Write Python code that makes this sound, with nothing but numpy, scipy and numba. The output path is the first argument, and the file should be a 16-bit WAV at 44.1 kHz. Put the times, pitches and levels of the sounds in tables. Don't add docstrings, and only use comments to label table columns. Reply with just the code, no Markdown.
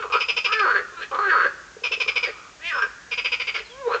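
import sys
import numpy as np
from scipy import signal
from scipy.fft import rfft, irfft
from scipy.io import wavfile
from scipy.ndimage import uniform_filter1d
from numba import njit

SR = 44100
rng = np.random.default_rng(int(sys.argv[2]) if len(sys.argv) > 2 else 0)


def dump_mix(stems):
    frames = np.atleast_2d(stems).T
    limited = np.clip(frames, -1, 1)
    pcm = np.round(limited * 32767).astype(np.int16)
    wavfile.write(sys.argv[1], SR, pcm)


N = 176400
T = np.arange(N) / SR
SKIRT_RATIO = 0.48


def from_db(db):
    return 10 ** (np.asarray(db) / 20)


def rms_one(x):
    return x / np.sqrt(np.mean(x ** 2) + 1e-20)


def evened(x, size=500):
    power = np.abs(uniform_filter1d(uniform_filter1d(x * x, size), size))
    return x / np.sqrt(power + np.mean(x * x) / 100 + 1e-20)


def add(out, start_s, x):
    i = max(int(start_s * SR), 0)
    out[i:i + len(x)] += x[:max(N - i, 0)]


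def along(rows, t):
    times, *columns = np.transpose(rows)
    return [np.interp(t, times, column) for column in columns]


def gains(spectrum, size):
    hz, db = np.transpose(spectrum)
    return from_db(np.interp(np.log(np.fft.rfftfreq(size, 1 / SR) + 1), np.log(hz), db))


def coloured(x, spectrum, size=2048):
    cepstrum = irfft(np.log(gains(spectrum, size)))
    folded = np.r_[cepstrum[0], 2 * cepstrum[1:size // 2]]
    response = irfft(np.exp(rfft(folded, size)))
    return signal.fftconvolve(x, response)[:len(x)]


def filtered(x, order, hz, kind):
    return signal.sosfilt(signal.butter(order, hz, kind, fs=SR, output="sos"), x)


def resonance(x, hz, width_hz):
    r = np.exp(-np.pi * width_hz / SR)
    feedback = [1, -2 * r * np.cos(2 * np.pi * hz / SR), r * r]
    return signal.lfilter(np.array([1, 0, -1]) * (1 - r * r) / 2, feedback, x + 1e-18)


def ring(x, hz, width_hz):
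    return evened(resonance(resonance(x, hz, width_hz), hz, SKIRT_RATIO * width_hz))


@njit
def gliding(x, hz, width_hz):
    r, state, out = np.exp(-np.pi * width_hz / SR), 0j, np.zeros(len(x))
    for i in range(len(x)):
        state = state * r * np.exp(2j * np.pi * hz[i] / SR) + x[i]
        out[i] = 2 * (1 - r) * state.real
    return out


def pulses(rate_hz, rough):
    jitter, shimmer_db, rasp = 0.24, 6, 0.25
    n = len(rate_hz)
    rough = np.clip(rough, 0, 1) * np.ones(n)
    chance, hiss = rng.standard_normal((400, 2)), rng.standard_normal(SR)[:n]
    cycle = (np.cumsum(rate_hz) / SR).astype(int)
    phase = np.cumsum(rate_hz * np.exp(jitter * rough * chance[cycle, 0])) / SR
    at = np.r_[0, np.flatnonzero(np.diff(np.floor(phase)))]
    late = np.clip((np.ceil(phase[at]) - phase[at]) / (phase[at + 1] - phase[at]), 0, 1)
    strength = from_db(shimmer_db * rough[at] * chance[:len(at), 1])
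    out = np.zeros(n)
    out[at] += strength * (1 - late)
    out[at + 1] += strength * late
    return out + rasp * rough * hiss * (1 - phase % 1) ** 2


def air():
    # (frequency [Hz], relative level [dB])
    colour = [(20, -34.5), (55, 5.5), (72, -4), (250, -6.5), (1600, -8), (4000, -12), (7000, -11),
              (8500, -28)]
    hush = irfft(rfft(rng.standard_normal(N)) * gains(colour, N), N)
    return from_db(-49.5) * rms_one(hush)


def groans():
    # (time [s], pulse rate [Hz], sac pitch [Hz], roughness [0-1])
    voices = [
        [(0, 444, 1380, 0), (.022, 424, 1450, 0.36), (.04, 252.3, 1180, 0.05), (.085, 134, 1110, 0.7)],
        [(.1, 135.3, 1230, 0.09), (.125, 253.7, 1210, 0.54), (.155, 251.4, 1330, 0.42),
         (.175, 236.6, 1424, 0.14), (.195, 166, 1420, 0.26)],
        [(.46, 364.8, 1220, 0.28), (.5, 408.6, 1350, 0.24), (.56, 445, 1604, 0.04), (.595, 422.9, 1520, 0.08),
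         (.62, 403.5, 1330, 0.1), (.645, 366.4, 1460, 0.12), (.665, 289.5, 1320, 0.39), (.71, 216.4, 1484, 0.3),
         (.77, 176.1, 1660, 0.38), (.81, 130.2, 1770, 0.61)],
        [(.92, 369.3, 1180, 0.29), (.975, 340.4, 1410, 0.01), (1.0, 334, 1340, 0.25), (1.025, 265, 1760, 0.63),
         (1.055, 173.5, 1800, 0.03)],
        [(1.11, 291.6, 1155, 0.11), (1.16, 250.1, 1240, 0.51), (1.19, 398.8, 1200, 0.36),
         (1.225, 412.5, 1320, 0.18), (1.27, 388.7, 1560, 0.2), (1.302, 358, 1720, 0.14),
         (1.33, 303.6, 1390, 0.2), (1.35, 256.6, 1296, 0.2), (1.385, 188.1, 1426, 0.37),
         (1.42, 173.5, 1523, 0.37), (1.47, 151.8, 1653, 0.5)],
        [(2.27, 289.7, 1930, 0.49), (2.305, 205, 1700, 0.48)],
        [(2.595, 292.1, 1590, 0.13), (2.645, 337.2, 2284, 0.05), (2.692, 352.5, 2350, 0.04),
         (2.715, 316.8, 1750, 0), (2.745, 286.1, 1500, 0.34), (2.79, 247, 1444, 0.28), (2.835, 210, 1673, 0.46),
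         (2.875, 169.3, 1480, 0.47)],
        [(3.55, 326.6, 1320, 0.19), (3.575, 261.4, 1760, 0.66), (3.61, 228.4, 1970, 0.5)],
        [(3.69, 457.3, 1040, 0), (3.802, 565.5, 1300, 0), (3.83, 522.5, 1060, 0.06), (3.86, 475, 890, 0),
         (3.885, 459.6, 970, 0.2), (3.908, 232, 960, 0.27), (3.924, 227.4, 1300, 0.45),
         (3.96, 226.4, 1440, 0.55), (4, 148.5, 1370, 0.83)],
    ]
    # (time [s], sac level [dB], throat level [dB])
    loudness = [
        [(0, -28.5, -33), (.022, -39, -57.5), (.026, -26, -44.5), (.055, -33.5, -34), (.09, -44, -69)],
        [(.1, -30.5, -39), (.119, -36, -46), (.126, -20.5, -49), (.155, -19.5, -24), (.17, -20, -50),
         (.195, -43, -48)],
        [(.46, -36.5, -49), (.5, -26.5, -53), (.54, -22.5, -44), (.565, -23.5, -41), (.595, -20.5, -39.5),
         (.62, -21, -36), (.66, -18, -30.5), (.715, -17, -39), (.735, -28.5, -39), (.76, -16.5, -31.5),
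         (.8, -28, -36), (.818, -55, -37)],
        [(.92, -46.5, -50.5), (.968, -42, -58), (.977, -34.5, -47.5), (1.005, -35, -45), (1.035, -30.5, -48.5),
         (1.058, -56, -53)],
        [(1.112, -44, -42.5), (1.116, -29, -37), (1.155, -24, -33.5), (1.183, -31, -41.5), (1.19, -17, -34),
         (1.2, -25.5, -37), (1.24, -21.5, -36.5), (1.283, -26, -30.5), (1.3, -17, -38), (1.345, -18, -36.5),
         (1.42, -18, -39), (1.437, -21.5, -40.5), (1.452, -17, -34), (1.461, -34.5, -22.5), (1.467, -13, -38.5),
         (1.476, -44, -49)],
        [(2.255, -30.5, -59), (2.28, -32.5, -30.5), (2.31, -41, -44)],
        [(2.595, -53, -72), (2.615, -43, -55), (2.66, -32, -51), (2.695, -29.5, -60), (2.748, -24, -41),
         (2.762, -22.5, -37.5), (2.772, -26.5, -43), (2.792, -20, -44), (2.803, -27, -55.5),
         (2.818, -27.5, -41), (2.824, -18, -47), (2.838, -25, -37.5), (2.88, -44.5, -52)],
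        [(3.55, -32, -68), (3.57, -33, -46), (3.597, -32.5, -45.5), (3.615, -43, -43)],
        [(3.69, -61, -58), (3.76, -47, -45.5), (3.815, -39.5, -38), (3.85, -36.5, -34.5), (3.88, -32, -20.5),
         (3.891, -30, -46), (3.912, -25.5, -26), (3.935, -23.5, -48), (3.947, -21, -22.5), (3.963, -30, -34),
         (4, -44, -59)],
    ]
    # (top pitch when loudest [Hz], top level when loudest [dB], overtone level [dB], sac width [Hz])
    rings = [(4650, -24, -13.5, 150), (4460, -23.5, -10.5, 103), (4460, -24, -20, 143),
             (4160, -13, -9.5, 160), (4630, -23, -20.5, 160), (4790, -10.5, -24, 1300),
             (5460, -18, -8.5, 73), (5110, -13.5, -12, 2800), (4240, -18, -15.5, 184)]
    # (frequency [Hz], relative level [dB])
    colour = [(450, -28.5), (780, -1.5), (1700, -17.5), (2500, 13.5), (3000, 1.5), (3450, -0.5),
              (3900, -10), (6500, -18)]
    mouth_ratio, mouth_db = 0.71, -10
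    top_hz_per_db, top_width_hz = 46.5, 230
    overtone_db_per_hz = 0.0205
    throat_low_hz, throat_high_hz, skirt_hz = 376.4, 597, 1190
    out = np.zeros(N)
    for voice, levels, (top_hz, top_db, overtone_db, width_hz) in zip(voices, loudness, rings):
        t = np.arange(levels[0][0], levels[-1][0], 1 / SR)
        rate_hz, sac_hz, rough = along(voice, t)
        sac_db, throat_db = along(levels, t)
        clicks = pulses(rate_hz, rough)

        mouth = from_db(mouth_db) * gliding(clicks, mouth_ratio * sac_hz, width_hz=213)
        sac = gliding(clicks, sac_hz, width_hz) - mouth
        sac = gliding(gliding(sac, sac_hz, skirt_hz), sac_hz, 2 * skirt_hz)
        sac = evened(filtered(sac, 2, throat_high_hz, "high"))

        effort_db = sac_db - sac_db.max()
        high_hz = top_hz + top_hz_per_db * effort_db
        top = gliding(gliding(clicks, high_hz, top_width_hz), high_hz, SKIRT_RATIO * top_width_hz)
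        top = from_db(top_db + effort_db / 2) * evened(top)
        lift_db = overtone_db_per_hz * (sac_hz - sac_hz.mean())
        overtones = from_db(overtone_db + lift_db) * evened(coloured(clicks, colour))

        throat = evened(filtered(clicks, 3, [throat_low_hz, throat_high_hz], "band"))
        hollow = from_db(-6) * ring(clicks, hz=648, width_hz=430)
        add(out, t[0], from_db(sac_db) * (sac + top + overtones) + from_db(throat_db) * (throat + hollow))
    return out


def crackles():
    # (time [s], level [dB])
    bursts = [(.024, -37), (1.114, -36.5), (1.147, -35), (3.941, -36)]
    rate_hz, decay_s = 600, 0.0053
    out, t = np.zeros(N), T[:SR // 20]
    for start_s, db in bursts:
        clicks = pulses(np.full(len(t), rate_hz), rough=0.97)
        add(out, start_s, from_db(db) * np.exp(-t / decay_s) * ring(clicks, hz=2540, width_hz=3000))
    return out


def rattles():
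    # (time [s], length [s], relative level [dB], sac pitch at mid-note [Hz])
    runs = [
        [(.119, 0.035, -18, 2450), (.2, 0.031, -14, 2550), (.281, .031, -13.5, 2574), (.363, 0.029, -13, 2574),
         (.442, 0.03, -13, 2520), (.517, 0.025, -13, 2550), (.59, 0.015, -16, 2470)],
        [(1.834, 0.039, -16, 2480), (1.914, .035, -15, 2600), (1.998, 0.031, -14, 2455),
         (2.075, 0.025, -13, 2434), (2.155, 0.03, -14, 2390), (2.226, 0.027, -14.5, 2340)],
        [(3.11, 0.033, -18, 2460), (3.173, 0.029, -16, 2475), (3.243, .029, -13.5, 2430),
         (3.315, 0.034, -14.5, 2450), (3.394, .032, -18, 2260), (3.468, 0.034, -17.5, 2330),
         (3.539, 0.033, -18.5, 2270)],
    ]
    # (upper pitch [Hz], upper level [dB], body level [dB], sac width [Hz])
    rings = [(5023, -9.5, -10.5, 180), (5064, -12.5, -8, 79), (4836, -12.5, -13.5, 270)]
    # (frequency [Hz], relative level [dB])
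    colour = [(250, -23.5), (460, -1.5), (700, -10), (1000, -0.5), (1400, 1), (1800, -10), (2150, -3.5),
              (2450, -1), (3050, 2.5), (3550, -1), (4300, -10.5), (5600, -10.5), (7500, -24)]
    sac_rise_s, body_rise_s, release_s, gain_db = 0.007, 0.0042, 0.01, -8
    start_hz, end_hz, sag_s = 511.6, 231.2, 0.025
    start_rough, added_rough = 0.222, 0.27
    bend_hz, upper_follows = 193, 0.64
    out = np.zeros(N)
    for notes, (upper_hz, upper_db, body_db, width_hz) in zip(runs, rings):
        usual_hz = np.mean([note[-1] for note in notes])
        for start_s, length, db, middle_hz in notes:
            t = T[:int((length + release_s) * SR)]
            sag = 1 - np.exp(-(t / sag_s) ** 3)
            clicks = pulses(start_hz + (end_hz - start_hz) * sag, start_rough + added_rough * sag)
            body = coloured(clicks, colour)
            sac_hz = middle_hz + bend_hz * (.5 - t / length)
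            sac = evened(gliding(body, sac_hz, width_hz))
            upper = evened(gliding(body, upper_hz + upper_follows * (sac_hz - usual_hz), width_hz=84))
            edge = from_db(body_db) * evened(body) + from_db(upper_db) * upper
            note = np.clip(t / sac_rise_s, 0, 1) ** 2 * sac + np.clip(t / body_rise_s, 0, 1) * edge
            fade = np.clip((length - t) / release_s + .5, 0, 1)
            add(out, start_s, from_db(db + gain_db) * fade * note)
    return out


def purrs():
    # (time [s], length [s], starting level [dB], total fade [dB], sac pitch [Hz])
    calls = [(0.807, 0.14, -40.5, 23, 1440), (1.474, 0.19, -58, 25, 1530), (2.028, .47, -45, 2, 1240),
             (2.878, 0.35, -46.5, 9, 1670)]
    rate_hz, width_hz = 63, 220
    out = np.zeros(N)
    for start_s, length, db, fade_db, hz in calls:
        t = T[:int(length * SR)]
        clicks = pulses(np.full(len(t), rate_hz), rough=0.74)
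        purr = resonance(resonance(clicks, hz, width_hz), hz, 2 * width_hz)
        add(out, start_s, evened(purr, size=2000) * from_db(db - fade_db * t / length))
    return out


def clucks():
    # (time [s], peak level [dB])
    calls = [(1.766, -35.5), (1.82, -38), (1.911, -32.5), (1.974, -36), (2.062, -35.5)]
    throat_hz, rise_s = 438, 0.0023
    out, t = np.zeros(N), T[:SR // 20]
    swell = t / rise_s * np.exp(1 - t / rise_s)
    for start_s, db in calls:
        add(out, start_s, from_db(db) * swell * np.sin(2 * np.pi * throat_hz * t))
    return out


def bird():
    # (time [s], length [s], start pitch [Hz], end pitch [Hz], peak level [dB])
    chirps = [(3.634, 0.06, 4570, 3660, -47), (3.687, 0.059, 3540, 3050, -41.5)]
    out = np.zeros(N)
    for start_s, length, start_hz, end_hz, db in chirps:
        hz = np.linspace(start_hz, end_hz, int(length * SR))
        whistle = np.sin(2 * np.pi * np.cumsum(hz) / SR)
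        add(out, start_s, from_db(db) * np.hanning(len(hz)) * whistle)
    return out


def pond(x):
    # (delay [s], level [dB])
    echoes = [(0.03, -19.5)]
    stones, garden = (0.14, -3), (0.77, -12.5)   # (time to fade by 60 dB [s], level [dB])
    response = np.zeros(SR)
    for fade_s, db in (stones, garden):
        tail = rng.standard_normal(SR) * from_db(-60 * T[:SR] / fade_s)
        response += from_db(db) * rms_one(tail) / np.sqrt(SR)
    response[0] += 1
    for delay_s, db in echoes:
        response[int(delay_s * SR)] += from_db(db)
    return signal.fftconvolve(x, response)[:N]


def scene():
    loud_calls = filtered(rattles() + groans() + crackles(), order=4, hz=6240, kind="low")
    return (pond(loud_calls + purrs() + clucks() + bird()) + air())[None]


def record(dry):
    cutoff_hz = 8500
    return signal.sosfilt(signal.ellip(10, .3, 80, cutoff_hz, fs=SR, output="sos"), dry)


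dry = scene()
out = record(dry)
dump_mix(out)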